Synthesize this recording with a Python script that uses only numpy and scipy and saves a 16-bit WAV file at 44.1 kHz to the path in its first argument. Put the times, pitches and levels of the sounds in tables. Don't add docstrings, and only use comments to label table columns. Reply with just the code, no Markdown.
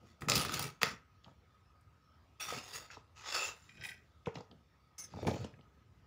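import sys
import numpy as np
from scipy import signal
from scipy.fft import rfft, irfft, next_fast_len
from scipy.io import wavfile
from scipy.ndimage import uniform_filter1d, map_coordinates

SR = 44100
rng = np.random.default_rng(int(sys.argv[2]) if len(sys.argv) > 2 else 0)


def to_wav(sig):
    pcm = np.clip(np.atleast_2d(sig), -1, 1) * 32767
    pcm = np.round(pcm).astype(np.int16)
    wavfile.write(sys.argv[1], SR, pcm.T)


def to_linear_factor(level_db):
    exponent = np.asarray(level_db, float) / 20
    return 10 ** exponent


N = 267334

# pitch_hz, width_hz, level_db
HEAVY_MODES = [(102, 60, -8.5), (170, 94, -1.5), (271, 81, -2), (441, 57, 1.5), (590, 170, -4),
               (850, 300, -5)]
SLIDE_STOP_DB_PER_S = 275.5


def unit(x):
    return x / np.sqrt(np.mean(x ** 2) + 1e-20)


def along(points, hz):
    point_hz, value = np.transpose(points)
    return np.interp(np.log(hz + 1), np.log(point_hz + 1), value)


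def filtered(x, response):
    size = next_fast_len(len(x) + SR // 4)
    spectrum = rfft(x, size) * response(np.fft.rfftfreq(size, 1 / SR))
    return irfft(spectrum, size)[:len(x)]


def resonances(f, modes):
    total = 0
    for k, (hz, width, db) in enumerate(modes):
        total = total + (-1) ** k * to_linear_factor(db) * 1j * f * width / (hz * hz - f * f + 1j * f * width)
    return total


def patchy(depth_db, lasting=6):
    z = signal.stft(rng.standard_normal(N), nperseg=512)[2]
    field = uniform_filter1d(rng.standard_normal(z.shape), size=3, axis=0)
    field = uniform_filter1d(field, size=lasting, axis=1)
    return unit(signal.istft(z * to_linear_factor(depth_db * unit(field)), nperseg=512)[1][:N])


def gritty(grains_per_s, spread_db, life_s):
    count = int(grains_per_s * N / SR)
    where, size = rng.random((count, 2)).T
    kicks = np.bincount((where * N).astype(int), to_linear_factor(-spread_db * np.log(size + 1e-9)), N)
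    grains = signal.lfilter([1], [1, -np.exp(-1 / (life_s * SR))], kicks)
    return unit(grains * patchy(depth_db=2.5, lasting=16))


def wobble(knots_per_s):
    knots = rng.standard_normal(int(N * knots_per_s / SR) + 4)
    return map_coordinates(knots, [np.arange(N) * knots_per_s / SR])


def shifting(x, modes):
    strength_db, pitch_share, shifts_per_s = 4, 0.025, 14
    f, t, z = signal.stft(x, SR, nperseg=512)
    at = np.minimum(t * SR, N - 1).astype(int)
    moving = []
    for hz, width, db in modes:
        moving_hz = hz * (1 + pitch_share * wobble(shifts_per_s)[at])
        moving_db = db + strength_db * wobble(shifts_per_s)[at]
        moving.append((moving_hz, width, moving_db))
    gain = np.hypot(1, abs(resonances(f[:, None], moving)))
    return signal.istft(z * gain, SR, nperseg=512)[1][:N]


def played(strokes, levels_db, stop_db_per_s, grows=1):
    rise_db, sag_db_per_s = 17, 32
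    power = np.zeros(N)
    for (start_s, rise_s, hold_s), level_db in zip(strokes, levels_db):
        start = round(start_s * SR)
        t = np.arange(min(N - start, SR)) / SR
        swell = -rise_db * np.clip(1 - t / (rise_s + 1 / SR), 0, 1)
        sag = -sag_db_per_s * np.clip(t - rise_s, 0, hold_s)
        stop = -stop_db_per_s * np.clip(t - rise_s - hold_s, 0, None)
        power[start:][:len(t)] += to_linear_factor(level_db + grows * (swell + sag + stop)) ** 2
    return uniform_filter1d(np.sqrt(power), size=90)


def struck(times_s, peaks_db, modes, contact_ms, top_hz, scatter_db=3, soft=.25):
    out, t = np.zeros(N + SR), np.arange(SR // 4) / SR
    f = np.fft.rfftfreq(len(t), 1 / SR)
    fade = (1 - (t / t[-1]) ** 2) ** 2
    for at_s, peak_db, ms in zip(times_s, peaks_db, np.broadcast_to(contact_ms, len(times_s))):
        u = t / (ms / 1000 + 1 / SR)
        burst = rfft(u ** soft * np.exp(-u) * rng.standard_normal(len(t)))
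        push = burst / np.abs(burst) ** .8
        excited = [(hz, width, db + scatter_db * rng.standard_normal()) for hz, width, db in modes]
        blow = irfft(push * resonances(f, excited) / (1 + 1j * f / top_hz) ** 3, len(t))
        out[round(at_s * SR):][:len(t)] += to_linear_factor(peak_db) * blow * fade / np.abs(blow).max()
    return out[:N]


def tick(at_s, peak_db, hz, contact_ms):
    modes = [(hz, .13 * hz, 0), (1.5 * hz, .2 * hz, -5)]
    return struck([at_s], [peak_db], modes, contact_ms, top_hz=1.5 * hz + 1500, scatter_db=1.5)


def singing_bands(grit):
    # start_s, rise_s, hold_s, level_db, pitch_hz
    singing_strokes = [(1.598, 0.036, .05, -84, 5300), (1.99, 0.057, 0.073, -80.5, 5400),
                       (2.398, .004, 0.034, -50, 3520), (2.408, 0.0034, 0.031, -50, 5640),
                       (2.517, 0.02, 0.053, -60, 2720), (2.728, 0.01, 0.035, -53.5, 2700),
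                       (2.731, 0.011, 0.034, -56, 6800), (3.317, 0.08, 0.032, -40.5, 2655),
                       (3.318, 0.1, 0.027, -48, 7190), (3.606, 0.015, 0.083, -76.5, 7200)]
    total = np.zeros(N)
    for start_s, rise_s, hold_s, level_db, hz in singing_strokes:
        ring = lambda f: resonances(f, [(hz, 190, 0)]) * resonances(f, [(hz, 400, 0)])
        gain = played([(start_s, rise_s, hold_s)], [level_db], stop_db_per_s=225)
        total += gain * unit(filtered(grit, ring))
    return total


def handling():
    # start_s, rise_s, hold_s, scrape_db, sheen_over_scrape_db
    slides = np.array([(0, 0.086, 0.016, -68, -16), (.207, .002, 0.013, -60, 0.5),
                       (0.284, 0.0019, 0.05, -38.5, -6), (0.333, 0.026, 0.069, -38, -4),
                       (0.44, 0.021, 0.16, -44.5, -11), (0.524, 0.0055, 0.034, -42.5, -5),
                       (0.591, 0.0027, 0.063, -44, -3), (0.811, 0.011, 0.066, -45, -12),
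                       (1.235, 0.0025, 0.037, -71.5, -31.5), (2.397, 0.0061, 0.049, -44, -5.5),
                       (2.449, 0.052, 0.082, -44.5, -14), (2.62, 0.012, 0.22, -53.5, -9),
                       (2.726, 0.013, 0.025, -46, -4), (2.894, 0.015, 0.035, -56.5, -27.5),
                       (3.15, 0.026, 0.12, -56, -28), (3.222, 0.051, 0.083, -44.5, -29),
                       (3.284, 0.07, 0.12, -37.5, -14), (3.539, 0.0079, 0.87, -68, -8.5),
                       (3.823, 0.016, 0.062, -59, 2), (4.256, 0.0016, 0.0073, -61, -25),
                       (4.341, .004, 0.04, -62.5, -30), (4.979, 0.0017, 0.065, -62, -6),
                       (5.038, 0.086, 0.11, -64, -38), (5.145, 0.042, 0.3, -61.5, -27),
                       (5.266, 0.0018, 0.0056, -43.5, -15.5), (5.332, 0.0066, 0.11, -55.5, -28)])
    # start_s, rise_s, hold_s, level_db
    drags = np.array([(0, 0.002, 0.0029, -50), (0.213, 0.016, 0.0041, -40.5), (0.275, .002, 0.14, -36.5),
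                      (0.421, 0.076, 0.0066, -40), (0.5, 0.018, 0.12, -43.5), (0.843, 0.012, 0.017, -44),
                      (1.238, 0.013, 0.018, -56), (2.453, 0.089, 0.0052, -51.5),
                      (2.733, 0.013, .005, -60.5), (3.733, 0.064, 0.0037, -56.5),
                      (3.846, 0.0082, 0.18, -64), (4.34, 0.0047, 0.035, -56), (4.485, 0.01, 0.073, -62.5),
                      (4.99, 0.0029, 0.16, -65), (5.087, 0.074, 0.037, -49.5), (5.218, 0.0086, 0.035, -38),
                      (5.263, 0.0035, 0.048, -32), (5.336, 0.0091, 0.1, -43.5), (5.468, 0.0051, 0.3, -61)])
    # pitch_hz, width_hz, level_db
    sliding_modes = [(430, 120, 1), (850, 90, -1), (2000, 70, 1), (2600, 60, 6), (3520, 90, 5),
                     (4520, 90, 5), (5090, 100, 7), (5600, 100, 6), (6720, 110, 7)]
    # frequency_hz, level_db
    scrape_colour = [(200, -23), (400, -4.5), (1500, -2.5), (4000, -5.5), (7400, -9), (8200, -29),
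                     (16000, -36)]
    # frequency_hz, level_db
    sheen_colour = [(6500, -33), (8000, -5), (10000, -2), (12500, -12), (13800, -10.5), (14800, -5),
                    (15600, -4)]
    # frequency_hz, level_db
    drag_colour = [(40, -23.5), (80, -2.5), (140, 1), (300, -10.5), (500, -13.5), (900, -26), (1500, -54.5)]
    grit = gritty(grains_per_s=3500, spread_db=2.2, life_s=.0012)
    scrape = shifting(filtered(grit, lambda f: to_linear_factor(along(scrape_colour, f))), sliding_modes)
    sheen = filtered(grit, lambda f: to_linear_factor(along(sheen_colour, f)))
    low_grit = gritty(grains_per_s=400, spread_db=2, life_s=0.008)
    drag = filtered(low_grit, lambda f: to_linear_factor(along(drag_colour, f)))
    strokes, scrape_db, sheen_db = slides[:, :3], slides[:, 3], slides[:, 3] + slides[:, 4]
    scrape_gain = played(strokes, scrape_db, SLIDE_STOP_DB_PER_S)
    sheen_gain = played(strokes, sheen_db, SLIDE_STOP_DB_PER_S, grows=1.3)
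    drag_gain = played(drags[:, :3], drags[:, 3], stop_db_per_s=193)
    rubbing = scrape_gain * unit(scrape) + sheen_gain * unit(sheen) + drag_gain * unit(drag)
    return rubbing + singing_bands(grit)


def room_noise():
    # frequency_hz, relative level_db per Hz
    noise_colour = [(30, -35), (52, -6.5), (75, 1.5), (184, -12.5), (328, -18), (437, -19), (666, -23),
                    (1250, -25), (4300, -35.5), (5310, -36), (8500, -49), (13000, -50.5), (15000, -47.5)]
    # time_s, level_db
    rumble_level = [(0, -67.5), (1.501, -67), (3.5, -65), (4.9, -69), (6.06, -62.5)]
    low = lambda f: 1 / (1 + (f / 450) ** 4)
    rumble = filtered(patchy(depth_db=1.5), lambda f: to_linear_factor(along(noise_colour, f)) * low(f))
    hiss = filtered(patchy(depth_db=3, lasting=14), lambda f: to_linear_factor(along(noise_colour, f)) * (1 - low(f)))
    rumble_gain = to_linear_factor(np.interp(np.arange(N) / SR, *np.transpose(rumble_level)))
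    return rumble_gain * unit(rumble) + to_linear_factor(-75) * unit(hiss)


def clatter():
    # time_s, peak_db, treble_over_peak_db, loudest_hz, contact_ms
    contacts = [(0.2193, -33.5, -21.5, 1400, 2.4), (0.2848, -20, -19.5, 1270, 1.6),
                (0.2973, -14, -12, 6000, 1.4), (0.318, -13, -26, 3650, 1.6), (0.3537, -19.5, -6, 5400, 4.1),
                (0.365, -25, -4.5, 4560, 1.3), (0.3775, -23.5, -5.5, 3450, 1.2),
                (0.4166, -24.5, -23, 3990, 0.9), (0.4481, -26, -11, 1500, 2.8),
                (0.493, -28.5, -30, 1390, 1.4), (0.5218, -35.5, -3, 4360, 1.2), (0.539, -26, -7, 5070, 3.1),
                (0.593, -26.5, -2.5, 5500, 1.7), (0.6249, -31, 0.5, 5340, 2.5),
                (0.8149, -24.5, -27.5, 1500, 3.1), (0.8314, -7, -12, 2060, 0.06),
                (0.8673, -27, -20.5, 1950, 1.5)]
    # pitch_hz, width_hz, level_db
    part_modes = [(800, 200, -5), (1260, 110, 5), (1950, 250, -2), (2600, 260, -1), (3400, 250, -2),
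                  (3900, 260, 0), (4600, 280, -1), (5150, 250, -1), (6000, 350, -3), (7300, 400, -2)]
    # pitch_hz, width_hz, level_db
    thin_modes = [(8800, 150, 1), (10220, 250, 0), (11200, 1100, -9.5), (15000, 600, 6.5)]
    favour_db, favour_octaves, thud_db = 10.5, 1, -20.5
    bodies = np.zeros(N)
    for at_s, peak_db, _, loudest_hz, ms in contacts:
        favoured = []
        for hz, width, db in part_modes:
            nearness = np.exp(-(np.log2(hz / loudest_hz) / favour_octaves) ** 2)
            favoured.append((hz, width, db + favour_db * nearness))
        bodies += struck([at_s], [peak_db], favoured, ms, top_hz=14000, scatter_db=2.5)
    times_s, peaks_db, treble_db, _, contact_ms = np.transpose(contacts)
    thin_edges = struck(times_s, peaks_db + treble_db, thin_modes, contact_ms, top_hz=20000)
    thuds = struck(times_s, peaks_db + thud_db, HEAVY_MODES, contact_ms, top_hz=1500)
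    return bodies + thin_edges + thuds


def ticks():
    # time_s, peak_db, pitch_hz
    dry_ticks = [(1.244, -46.5, 3060), (1.81, -68.5, 8890), (4.2597, -39, 2400), (4.357, -40.5, 1870),
                 (4.406, -50, 4770), (5.205, -56, 4760), (5.272, -51, 5030), (5.445, -47, 5640),
                 (2.902, -43, 1500), (5.538, -53.5, 1710), (5.61, -57.5, 2940)]
    return sum(tick(at_s, peak_db, hz, contact_ms=2) for at_s, peak_db, hz in dry_ticks)


def knocks():
    # time_s, peak_db, tick_over_knock_db, tick_hz
    dull_knocks = [(1.26, -65.5, 14, 833), (1.279, -64, 13.5, 840), (2.522, -46, 11.5, 490),
                   (2.969, -46, 6, 850), (4.27, -26.5, -20, 1430), (4.283, -45.5, 1, 1990),
                   (4.354, -38, -5, 3970), (4.37, -40.5, -1.5, 846), (4.383, -42.5, -9, 4050),
                   (4.404, -39.5, -6, 917), (4.512, -54, 2, 3160), (5.137, -40.5, -12, 888),
                   (5.168, -37.5, -24, 1180), (5.187, -37.5, -19, 1500), (5.227, -37.5, -15, 1900),
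                   (5.249, -35, -13, 2260), (5.27, -28, -6.5, 2330), (5.278, -22.5, -12, 1240),
                   (5.311, -29.5, -11, 3660), (5.339, -34, -11, 2430), (5.361, -34.5, -14, 3000),
                   (5.443, -32.5, -8.5, 2950), (5.59, -51.5, -9, 2010)]
    times_s, peaks_db = np.transpose(dull_knocks)[:2]
    tops = sum(tick(at_s, peak_db + tick_db, hz, contact_ms=2.2) for at_s, peak_db, tick_db, hz in dull_knocks)
    return struck(times_s, peaks_db, HEAVY_MODES, contact_ms=2.8, top_hz=1500) + tops


def rattle():
    # time_s, peak_db
    hollow_hits = [(3.69, -45.5), (3.7175, -58), (3.737, -73), (3.776, -49), (3.809, -42.5), (3.819, -40),
                   (3.8355, -36.5), (3.847, -33.5), (3.8866, -35.5), (3.9136, -39)]
    # pitch_hz, width_hz, level_db
    hollow_modes = [(1560, 70, -2), (1940, 80, 1), (2440, 95, 1), (3180, 100, -6), (3800, 160, -11),
                    (5180, 200, -10), (5950, 250, -15), (7280, 200, -14), (10900, 1500, -30)]
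    # start_s, rise_s, hold_s, level_db
    strokes = np.array([(3.675, .01, 0.12, -64), (3.82, 0.024, 0.072, -57)])
    grit = gritty(grains_per_s=500, spread_db=3, life_s=.002)
    scrape = filtered(grit, lambda f: resonances(f, hollow_modes))
    times_s, peaks_db = np.transpose(hollow_hits)
    hits = struck(times_s, peaks_db, hollow_modes, contact_ms=2.2, top_hz=7000, scatter_db=3.5, soft=1.2)
    return hits + played(strokes[:, :3], strokes[:, 3], SLIDE_STOP_DB_PER_S) * unit(scrape)


def clink():
    # time_s, peak_db
    landings = [(4.9815, -38), (4.9905, -35.5), (5.0021, -42), (5.0135, -43), (5.037, -40.5)]
    # pitch_hz, width_hz, level_db
    steel_modes = [(2172, 35, -14), (5006, 25, -11), (5405, 14, 1), (5700, 120, -9), (6000, 1200, -17),
                   (5986, 25, -4), (6169, 22, -1), (6261, 20, -3), (6420, 35, -6), (8500, 30, -13),
                   (9768, 18, -4), (11250, 60, -21), (12070, 25, -14), (15100, 20, -14)]
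    times_s, peaks_db = np.transpose(landings)
    return struck(times_s, peaks_db, steel_modes, contact_ms=7, top_hz=30000)


def room(x):
    # frequency_hz, t60_s
    decay = [(150, 0.082), (1200, 0.34), (5000, 0.17), (12000, 0.022)]
    out, step = np.zeros(N + SR), SR // 4
    for start in range(0, N, step):
        hz, t, z = signal.stft(rng.standard_normal(SR // 2), SR, nperseg=256)
        fall = to_linear_factor(-60 * t / along(decay, hz)[:, None])
        tail = signal.istft(z * fall, SR, nperseg=256)[1]
        wet = signal.fftconvolve(x[start:start + step], tail / np.linalg.norm(tail))
        out[start + 100:][:len(wet)] += wet
    return out[:N]


def cavity(x):
    # pitch_hz, width_hz, level_db
    air_mode = (1265, 40, 13)
    return filtered(x, lambda f: np.hypot(1, abs(resonances(f, [air_mode]))))


def scene():
    parts, near = clatter() + clink() + rattle(), knocks() + ticks()
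    rubbing = handling()
    diffuse = cavity(rubbing + room_noise())
    wet = room(to_linear_factor(-9.5) * parts + to_linear_factor(-11.5) * near + to_linear_factor(-12.0) * rubbing)
    mono = parts + near + wet + diffuse
    return np.array([mono, mono])


def band_limit(x):
    return signal.sosfilt(signal.butter(12, 16670, fs=SR, output="sos"), x)


def record(dry):
    low_cut = signal.butter(2, 48, "high", fs=SR, output="sos")
    high_cut = signal.ellip(6, .5, 34, 15550, fs=SR, output="sos")
    mix = signal.sosfilt(np.vstack([low_cut, high_cut]), dry)
    return band_limit(mix)


dry = scene()
out = record(dry)
to_wav(out)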